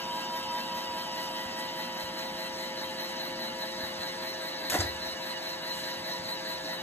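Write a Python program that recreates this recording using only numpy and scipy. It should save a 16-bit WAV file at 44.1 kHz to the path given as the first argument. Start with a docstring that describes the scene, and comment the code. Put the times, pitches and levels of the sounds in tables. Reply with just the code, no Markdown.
"""Robot vacuum and cat

A robot vacuum turns and creeps over a wooden floor. Once per revolution the brush loads its motor, so
the whine sags and throbs, and friction makes the bristles swish and chirp. The suction fan hums over
a rush of air. A cat swats the plastic shell and jumps back: the impacts excite the modes of the
shell and the floorboards and rattle the bumper. One faint handling bump sounds near 4 s."""
import sys
import numpy as np
from scipy import signal
from scipy.fft import rfft, irfft, next_fast_len
from scipy.io import wavfile
from scipy.ndimage import uniform_filter1d

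SR = 44100
rng = np.random.default_rng(int(sys.argv[2]) if len(sys.argv) > 2 else 0)


def put_to_file(sound):
    """Save the sound as 16-bit audio at rate SR, in the file named by the first command-line argument."""
    columns = np.atleast_2d(sound).T  # one column per channel
    safe = np.clip(columns, -1, 1)
    whole_steps = np.round(safe * 32767)
    wavfile.write(sys.argv[1], SR, whole_steps.astype(np.int16))


N = 300762
TIME = np.arange(N) / SR

MOTOR_HZ, BRUSH_HZ, FAN_HZ = 107.6, 4.899, 175.7  # rates of rotation
FASTEST_S = 0.208  # the motor peaks in speed here; lags count brush revolutions from this instant
GEAR_TEETH = 9
# the robot swings round, then creeps off: each move runs steadily from 0 to 1
TURNED = np.clip((TIME - 0.62) / 2.05, 0, 1)
CREPT = np.clip((TIME - 1.4) / 3.3, 0, 1)


def brush_motor(sag_hz=0.76, rebound_hz=0.14, jitter_hz=0.05, waver_db=0.6, roughness=0.4):
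    """Frequency modulation: the brush's periodic load gives the whine a long sag and a quick rebound."""
    cycle = brush_cycle(0)
    deviation_hz = sag_hz * cycle + rebound_hz * (2 * cycle ** 2 - 1) + jitter_hz * drift(24.8)
    wobble = 2 * np.pi * np.cumsum(deviation_hz) / SR
    out = np.zeros((2, N))
    for harmonic, power in motor_spectrum().items():
        if harmonic == GEAR_TEETH:  # clean while it beams ahead, scattered once turned away
            scatter = between(0.3, 0.9, TURNED ** 2)
        else:  # low harmonics are steadier
            scatter = np.full(N, min(1, harmonic / 16))
        unsteady = from_db(waver_db * drift(4.6)) * (1 + scatter * roughness * drift(15.5))
        tone = np.exp(2j * np.pi * (harmonic * MOTOR_HZ * TIME + rng.random()))
        envelope = wall_interference(harmonic * wobble, strength=0.5 * scatter)
        out += np.sqrt(2 * power) * unsteady * np.real(tone * envelope)
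    return out


# The motor's faint buzz. Each row: frequency in Hz, level per harmonic in dB.
BUZZ_SPECTRUM = [(750, -66), (1080, -62), (1200, -69.5), (1500, -66), (2500, -70.5), (3400, -68),
                 (4600, -67)]
# Casing resonances. Each row: frequency in Hz, width in Hz, level facing ahead in dB, gain from the
# turn in dB, gain from the creep in dB, throb in dB, its lag in revolutions, double-rate throb in dB.
CASING_RESONANCES = [(323, 40, -65, 9, -5, 1.5, 0.62, -1.5), (646, 90, -51.5, 2, 0, 3.5, 0.7, 0.5),
                     (861, 80, -48.5, 2, -6, 3, 0.05, 6), (1291, 60, -57.5, -5, -11, -1, 0.8, -2),
                     (1400, 60, -64.5, 4, -4, 5, 0.99, -4), (1614, 90, -53, -9.5, 9.5, 4, 0.94, 0.5),
                     (1766, 103, -56, 5, 3.5, 1, 0.88, 1), (1979, 72.6, -49, 0.5, 2, 2.5, 0.92, 2),
                     (2096, 127, -61, 8.5, 0, 0.5, 1, -1), (2260, 90, -60, 2.5, -0.5, 0, 0.71, 0),
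                     (2450, 80, -59.5, 0, -4, 1.5, 0.072, 3.5), (2651, 89, -48, -4.5, 0, 1, 0.029, -1.5),
                     (2937, 61, -48, -0.5, -3.5, 3.5, 0.2, 0), (3080, 240, -51, 2, -13.5, 0.8, 0.047, 0),
                     (3658, 70, -52, -13, 7.5, 0.5, 0.83, 1.5), (3867, 220, -56, -1, 5.5, 1.5, 0.9, -1),
                     (4090, 120, -57, 8, 3, 3, 0.86, -2.5), (4582, 90, -62, 11, 2.5, 2, 0.64, 1.5)]
# Squeaks of one harmonic. Each row: peak time in seconds, half length in seconds, frequency in Hz,
# boost in dB.
SQUEAKS = [(1.308, 0.26, 2905, 3.5), (1.547, 0.49, 1937, 7), (3.653, 0.31, 1937, 4), (5.4, 0.47, 2905, 7.5),
           (6.56, 0.093, 968, 3)]

def motor_spectrum(mesh_overtone_db=2.5):
    """Forced resonance: the casing lifts the harmonics near its modes. Gives each one's power in time."""
    power = {harmonic: from_db(at_hz(BUZZ_SPECTRUM, harmonic * MOTOR_HZ)) ** 2
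             for harmonic in range(7, 45)}
    power[GEAR_TEETH] = gear_mesh() ** 2
    for hz, width_hz, ahead_db, turn_db, creep_db, throb_db, lag, double_db in CASING_RESONANCES:
        peak = from_db(ahead_db + turn_db * TURNED + creep_db * CREPT) * throb(throb_db, lag, double_db)
        for harmonic in range(int((hz - width_hz) / MOTOR_HZ) + 1, int((hz + width_hz) / MOTOR_HZ) + 1):
            response = 1 / (1 + (2 * (harmonic * MOTOR_HZ - hz) / width_hz) ** 2)
            mesh_gain = from_db(mesh_overtone_db * (harmonic % GEAR_TEETH == 0))
            power[harmonic] = power.get(harmonic, 0) + (response * mesh_gain * peak) ** 2
    for peak_s, half_s, hz, boost_db in SQUEAKS:
        harmonic = round(hz / MOTOR_HZ)
        power[harmonic] = power.get(harmonic, 0) * from_db(boost_db * swell(peak_s, half_s)) ** 2
    return power


def gear_mesh(ahead_db=-38.5, turned_db=-48.5, creep_db=0.5):
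    """Directivity: the mesh tone beams ahead and weakens as the robot turns. Gives its amplitude."""
    level_db = between(ahead_db, turned_db, TURNED) + creep_db * CREPT
    facing = (1 - TURNED) ** 2
    fading_throb = throb(depth_db=3.5 * facing, lag=0.64, double_db=facing)
    growing_throb = throb(depth_db=2.2 * CREPT, lag=0.99, double_db=-2 * CREPT)
    return from_db(level_db) * fading_throb * growing_throb


def throb(depth_db, lag, double_db, squareness=1.5):
    """Amplitude modulation at the brush rate and at twice that rate, as a gain of rms 1."""
    once = np.tanh(squareness * brush_cycle(lag)) / np.tanh(squareness)
    twice = 2 * brush_cycle(lag=0.31) ** 2 - 1
    return rms_one(from_db(depth_db * once + double_db * twice))


def wall_interference(wobble, strength, shift_rad_per_s=1.226, stereo_rad=0.82, paths=6, step=100):
    """Interference: a wobbling partial beats with reflections whose paths shift as the robot moves."""
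    t, wobble, strength = TIME[::step], wobble[::step], strength[::step]
    field = np.exp(1j * wobble) * np.ones((2, 1))  # complex envelope, left and right
    for delay_s in rng.uniform(0.015, 0.049, paths):
        path_phase = rng.uniform(0, 2 * np.pi) + shift_rad_per_s * rng.normal() * t
        path_phase = path_phase + stereo_rad * rng.normal(size=(2, 1))
        late_wobble = np.interp(t - delay_s, t, wobble)
        field += strength / np.sqrt(paths) * np.exp(1j * (late_wobble + path_phase))
    # even out the power over one brush revolution
    field /= np.sqrt(uniform_filter1d(np.abs(field) ** 2, round(SR / step / BRUSH_HZ)))
    return np.array([np.interp(TIME, t, side) for side in field])


# Resonances of the dragging brush. Each row: frequency in Hz, width in Hz, level facing ahead in dB,
# level once turned in dB.
BRUSH_RESONANCES = [(1874, 360, -57.5, -49), (4077, 260, -61, -43.5)]

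def brush_rub(lag=0.55, hold=0.52, attack=0.027, release=0.21, sag_db=4):
    """Friction: the dragging brush chirps once per revolution (times are in revolutions)."""
    phase = (BRUSH_HZ * (TIME - FASTEST_S) - lag) % 1
    contact = np.clip(phase / attack, 0, 1) * np.clip((hold + release - phase) / release, 0, 1)
    exposed = ramp(1.73, 0.81)  # late in the turn the brush comes round to face the listener
    chirp = sum(from_db(between(ahead_db, turned_db, exposed)) * resonant_noise(hz, width, diffuse=0.48)
                for hz, width, ahead_db, turned_db in BRUSH_RESONANCES)
    return contact * from_db(-sag_db * phase / hold - drift(3)) * chirp


def bristle_flicks(per_s=160, level_db=-42, spread_db=3.5):
    """A Poisson process: single bristles flick off the floor at a rate that follows the brush."""
    flicks = rng.random(N) < per_s * (1 + brush_cycle(0)) / SR
    sizes = from_db(level_db + spread_db * np.minimum(rng.exponential(1, N), np.pi))
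    return butterworth(flicks * sizes * rng.choice([-1, 1], N), 3000, "high")


# Paw strikes. Each row: start in seconds, then the drive in dB to the claw scratch, shell and bumper.
PAW_STRIKES = [(4.699, -30.5, -67, -57), (4.704, -40.5, -65, -38), (4.721, -43, -36.5, -34),
               (4.729, -44, -33, -33), (4.742, -39, -31.5, -31), (4.750, -49, -33, -30),
               (4.774, -59, -42, -60), (4.796, -53, -59, -32), (4.804, -50, -41, -36),
               (4.809, -50, -41, -35)]

def cat_swat():
    """Impact excitation: the cat's paw scratches, rings the shell and shakes the bumper."""
    claws, shell, bumper = impulses(PAW_STRIKES)
    return claw_scratch(claws) + shell_knock(shell) + bumper_rattle(bumper)


# Claws on plastic and wood. Each row: frequency in Hz, relative spectral density in dB.
CLAW_SPECTRUM = [(200, -6), (700, -10), (1200, -5), (1800, 6), (2600, -5), (4000, 3.5), (7000, -0.5),
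                 (10000, -0.5), (15000, -10)]

def claw_scratch(hits, scratch_t60=0.23, crack_t60=0.023, scuff_db=-43, grain_db=-0.5):
    """Friction noise: each strike cracks, then scratches; later a paw scuffs softly over the floor."""
    scuff = from_db(scuff_db) * swell(peak_s=5.79, half_s=0.074)
    contact = decay(hits, scratch_t60) + decay(hits, crack_t60) + scuff
    grain = from_db(grain_db * drift(200))
    return contact * grain * sum(band for hz, band in noise_bands(CLAW_SPECTRUM))


# Modes of the plastic shell. Each row: frequency in Hz, gain in dB, 60 dB decay time in seconds.
SHELL_MODES = [(238, -15.5, 0.11), (325, -11, 0.052), (352, -17, 0.17), (470, -12, 0.036),
               (583, 1.5, 0.028), (606, -24, 0.1), (723, -5.5, 0.068), (770, -9, 0.045), (945, -3, 0.027),
               (1404, -11, 0.04), (1950, -5, 0.04), (2690, -15, 0.054)]

def shell_knock(hits, skid_db=-23, skid_t60=0.15):
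    """Modal vibration: a blow and a brief skid ring the shell, which is too small to radiate bass."""
    skid = from_db(skid_db) * decay(hits, skid_t60) * rng.standard_normal(N)
    return butterworth(ring(hits + skid, SHELL_MODES), 200, "high")


# Clacks of the bumper. Each row: start in seconds, drive in dB.
BUMPER_CLACKS = [(4.787, -34), (4.796, -37), (4.804, -32), (4.809, -38)]
# Resonances of a clack. Each row: frequency in Hz, width in Hz, gain in dB.
CLACK_RESONANCES = [(3700, 820, -10), (4920, 450, 1), (6100, 290, -5.5), (7300, 440, -6), (8500, 770, -8)]

def bumper_rattle(hits, rattle_t60=0.042, clack_t60=0.054):
    """Contact chatter: the struck bumper rattles and springs back, plastic snapping against plastic."""
    rattle = decay(hits, rattle_t60) * resonant_noise(hz=1680, width_hz=750)
    clacks, = impulses(BUMPER_CLACKS)
    plastic = sum(from_db(db) * resonant_noise(hz, width_hz) for hz, width_hz, db in CLACK_RESONANCES)
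    return rattle + decay(clacks, clack_t60) * plastic


# Soft low thumps: paws on the boards, and one faint handling bump near 4 s.
# Each row: start in seconds, drive in dB.
LOW_THUMPS = [(1.456, -49.5), (2.036, -48), (3.83, -47), (3.99, -52), (4.731, -48), (4.789, -30),
              (4.801, -36.5), (4.848, -41), (6.191, -50)]
# Modes of the floorboards. Each row: frequency in Hz, gain in dB, 60 dB decay time in seconds.
BOARD_MODES = [(69.8, -13.5, 0.79), (87.3, -11, 0.45), (97, 4, 0.12), (124, -23, 0.066)]

def low_thumps(softness_hz=240):
    """Compliant impact: soft contact gives a dull push; paws and handling bump ring the same low modes."""
    bumps, = impulses(LOW_THUMPS)
    push = butterworth(bumps + 1e-18, [45, softness_hz], "band")
    return ring(-push, BOARD_MODES)


# The fan's weaker partials. Each row: harmonic number, level facing ahead in dB, level once turned in dB.
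FAN_PARTIALS = [(1, -58, -56.5), (2, -57.5, -54), (4, -57.5, -60.5), (6, -52.5, -66)]

def suction_fan(wander_hz=0.152, waver_db=1.2, standing_db=-47.5, swell_db=2.5, flutter_db=0.62):
    """Rotor harmonics: the impeller hums in a few clean lines; the third sets up a standing wave."""
    angle = 2 * np.pi * np.cumsum(FAN_HZ + wander_hz * drift(2.56)) / SR
    hum = np.zeros(N)
    for harmonic, ahead_db, turned_db in FAN_PARTIALS:
        level_db = between(ahead_db, turned_db, TURNED) + waver_db * drift(0.66)
        hum += from_db(level_db) * np.sin(harmonic * angle + rng.uniform(0, 2 * np.pi))
    # creeping through the standing wave swells the note and pulls it to the left
    note_db = standing_db + swell_db * np.sin(np.pi * CREPT) + flutter_db * drift(16)
    pan_db, lead_rad = between(1, 6.5, CREPT), between(-0.25, 0.51, CREPT)
    sides = np.array([[0.5], [-0.5]])
    note = from_db(note_db + sides * pan_db) * np.sin(3 * angle + sides * lead_rad)
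    return np.sqrt(2) * (hum + note)


# Airflow and rolling. Each row: frequency in Hz, relative spectral density in dB.
AIR_SPECTRUM = [(30, -23), (75, -12.5), (130, -9.5), (190, -5.5), (240, -0.5), (420, -8), (700, -2),
                (1300, -7.5), (2000, -9), (2500, -13.5), (3400, -8.5), (4300, -13.5), (5700, -7),
                (7400, -25.5), (9300, -14), (10800, -22.5), (14500, -21)]
# Swing of the hiss over one brush revolution. Each row: frequency in Hz, depth in dB.
SWISH_DEPTH = [(100, -1), (900, 1), (2500, 1.3), (5000, 0.5), (8000, 0.5), (13000, 5.5)]

def airflow(level_db=-42, flicker_db=2, bass_hz=500):
    """Modulated broadband noise: wheels rumble below air and bristle hiss that swells with each sweep."""
    rumble_db = between(1, 1.5, CREPT)
    sweep = brush_cycle(lag=0.85)
    out = np.zeros((2, N))
    for hz, band in noise_bands(AIR_SPECTRUM):
        bass_share = 1 / (1 + (hz / bass_hz) ** 2)
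        gain_db = bass_share * rumble_db + at_hz(SWISH_DEPTH, hz) * sweep + flicker_db * drift(19)
        out += band * from_db(gain_db)
    return from_db(level_db) * out


def vent_hiss(ahead_db=-48, turned_db=-60):
    """Directivity: the hiss of a vent fades as the turn swings it off axis."""
    return from_db(between(ahead_db, turned_db, TURNED ** 2)) * resonant_noise(hz=4940, width_hz=380)


def wheel_drone(level_db=-52):
    """Forced vibration: the wheels keep a floorboard droning until the robot rolls off it."""
    return from_db(level_db) * (1 - ramp(3.5, 1.2)) * resonant_noise(hz=232, width_hz=50)


def room(x, t60=0.46, wall_hz=6000):
    """Reverberation: eight feedback delays a side, losing treble to the walls on every round."""
    out, pole = np.zeros((2, N)), np.exp(-2 * np.pi * wall_hz / SR)
    for k, lag in enumerate((rng.uniform(0.011, 0.045, 16) * SR).astype(int)):
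        loop, state = x.copy(), [0.]
        gain = np.exp(-np.log(1000) * lag / SR / t60)
        for i in range(lag, N, lag):
            echo, state = signal.lfilter([gain * (1 - pole)], [1, -pole], loop[i - lag:i], zi=state)
            loop[i:i + lag] += echo[:N - i]
        out[k % 2] += (loop - x) * (-1) ** (k // 2)
    return out


# Likeness of left and right noise. Each row: frequency in Hz, coherence from 0 to 1.
STEREO_COHERENCE = [(100, 0.85), (300, 0.93), (700, 0.027), (1500, 0.024), (4000, 0.94), (14000, 1)]

def noise_bands(spectrum):
    """Partly coherent stereo noise: yields (centre in Hz, band), the bands summing to about rms 1."""
    edges = np.geomspace(30, 17000, 25)
    centres = np.sqrt(edges[1:] * edges[:-1])
    gains = from_db(at_hz(spectrum, centres))
    gains /= np.sqrt(np.sum(gains ** 2 * np.diff(edges)) * 2 / SR)
    white = rng.standard_normal((2, 2, N))
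    for k, hz in enumerate(centres):
        mid, side = butterworth(white[k % 2], edges[k:k + 2], "band")
        coherence = at_hz(STEREO_COHERENCE, hz)
        band = np.sqrt((1 + coherence) / 2) * mid + np.sqrt((1 - coherence) / 2) * side * [[1], [-1]]
        yield hz, gains[k] * band


def resonant_noise(hz, width_hz, diffuse=0):
    """Narrowband noise of rms 1; the diffuse part differs between left and right."""
    white = rng.standard_normal((3, N))
    edges = [hz - width_hz / 2, hz + width_hz / 2]
    return rms_one(butterworth(white[0] + diffuse * white[1:], edges, "band"))


def ring(force, modes):
    """Modal superposition: each mode answers the force as a damped oscillator."""
    out = np.zeros(N)
    for hz, gain_db, t60 in modes:
        radius, angle = np.exp(-np.log(1000) / (t60 * SR)), 2 * np.pi * hz / SR
        feedback = [1, -2 * radius * np.cos(angle), radius ** 2]
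        out += from_db(gain_db) * signal.lfilter([0, np.sin(angle)], feedback, force + 1e-18)
    return out


def impulses(events):
    """One impulse train for each level column of an event table."""
    start_s, *levels_db = np.transpose(events)
    trains = np.zeros((len(levels_db), N))
    trains[:, np.round(start_s * SR).astype(int)] = from_db(levels_db)
    return trains


def decay(hits, t60):
    """Exponential decay: each impulse starts an envelope that falls 60 dB in t60 seconds."""
    return signal.lfilter([1], [1, -np.exp(-np.log(1000) / (t60 * SR))], hits + 1e-18)


def drift(corner_hz, step=100):
    """Random fluctuation: low-passed noise of about rms 1."""
    pole = np.exp(-2 * np.pi * corner_hz * step / SR)
    slow = signal.lfilter([1], [1, -2 * pole, pole ** 2], rng.standard_normal(N // step + 1002))[1000:]
    return np.interp(np.arange(N) / step, np.arange(len(slow)), rms_one(slow))


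def brush_cycle(lag):
    """A cosine with one period per brush revolution."""
    return np.cos(2 * np.pi * (BRUSH_HZ * (TIME - FASTEST_S) - lag))


def swell(peak_s, half_s):
    """A Gaussian envelope of height 1."""
    return np.exp(-((TIME - peak_s) / half_s) ** 2)


def ramp(start_s, lasts_s):
    """A steady rise from 0 to 1."""
    return np.clip((TIME - start_s) / lasts_s, 0, 1)


def between(first, last, share):
    """Linear interpolation."""
    return first + (last - first) * share


def at_hz(spectrum, hz):
    """Interpolation on a log-frequency axis."""
    frequencies, values = np.transpose(spectrum)
    return np.interp(np.log(hz), np.log(frequencies), values)


def butterworth(x, hz, kind):
    """A maximally flat filter with skirts of 12 dB per octave."""
    return signal.sosfilt(signal.butter(2, hz, kind, fs=SR, output="sos"), x)


def from_db(db):
    """Decibels to amplitude."""
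    return 10 ** (np.asarray(db) / 20)


def rms_one(x):
    """Scale to rms 1."""
    return x / np.sqrt(np.mean(x ** 2) + 1e-20)


def scene(flick_room_db=-15, impact_room_db=-17):
    """Superposition of all sources; flicks and impacts reverberate in the room, their bass hardly."""
    flicks, impacts = bristle_flicks(), cat_swat() + low_thumps()
    into_room = from_db(flick_room_db) * flicks + from_db(impact_room_db) * impacts.mean(axis=0)
    echoes = room(butterworth(into_room, 170, "high"))
    robot = brush_motor() + brush_rub() + wheel_drone() + suction_fan() + vent_hiss() + airflow()
    return robot + flicks + impacts + echoes


# Phase between the channels. Each row: frequency in Hz, lead of the left in radians.
LEFT_LEAD = [(20, 0), (1100, -.4), (2240, 2.2), (3190, 1.3), (4200, 2.1), (5250, 3.3), (6600, 5.9),
             (15100, 15.7)]

def record(dry, cutoff_hz=15600):
    """Phase difference: left and right receive the treble out of step; a low-pass cuts the very top."""
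    size = next_fast_len(N + SR // 10)
    lead_rad = np.interp(np.arange(size // 2 + 1) * SR / size, *np.transpose(LEFT_LEAD))
    rotation = np.exp(0.5j * lead_rad * np.array([[1], [-1]]))
    stereo = irfft(rfft(dry, size) * rotation, size)[:, :N]
    return signal.sosfilt(signal.ellip(10, 0.1, 80, cutoff_hz, fs=SR, output="sos"), stereo)


dry = scene()
out = record(dry)
put_to_file(out)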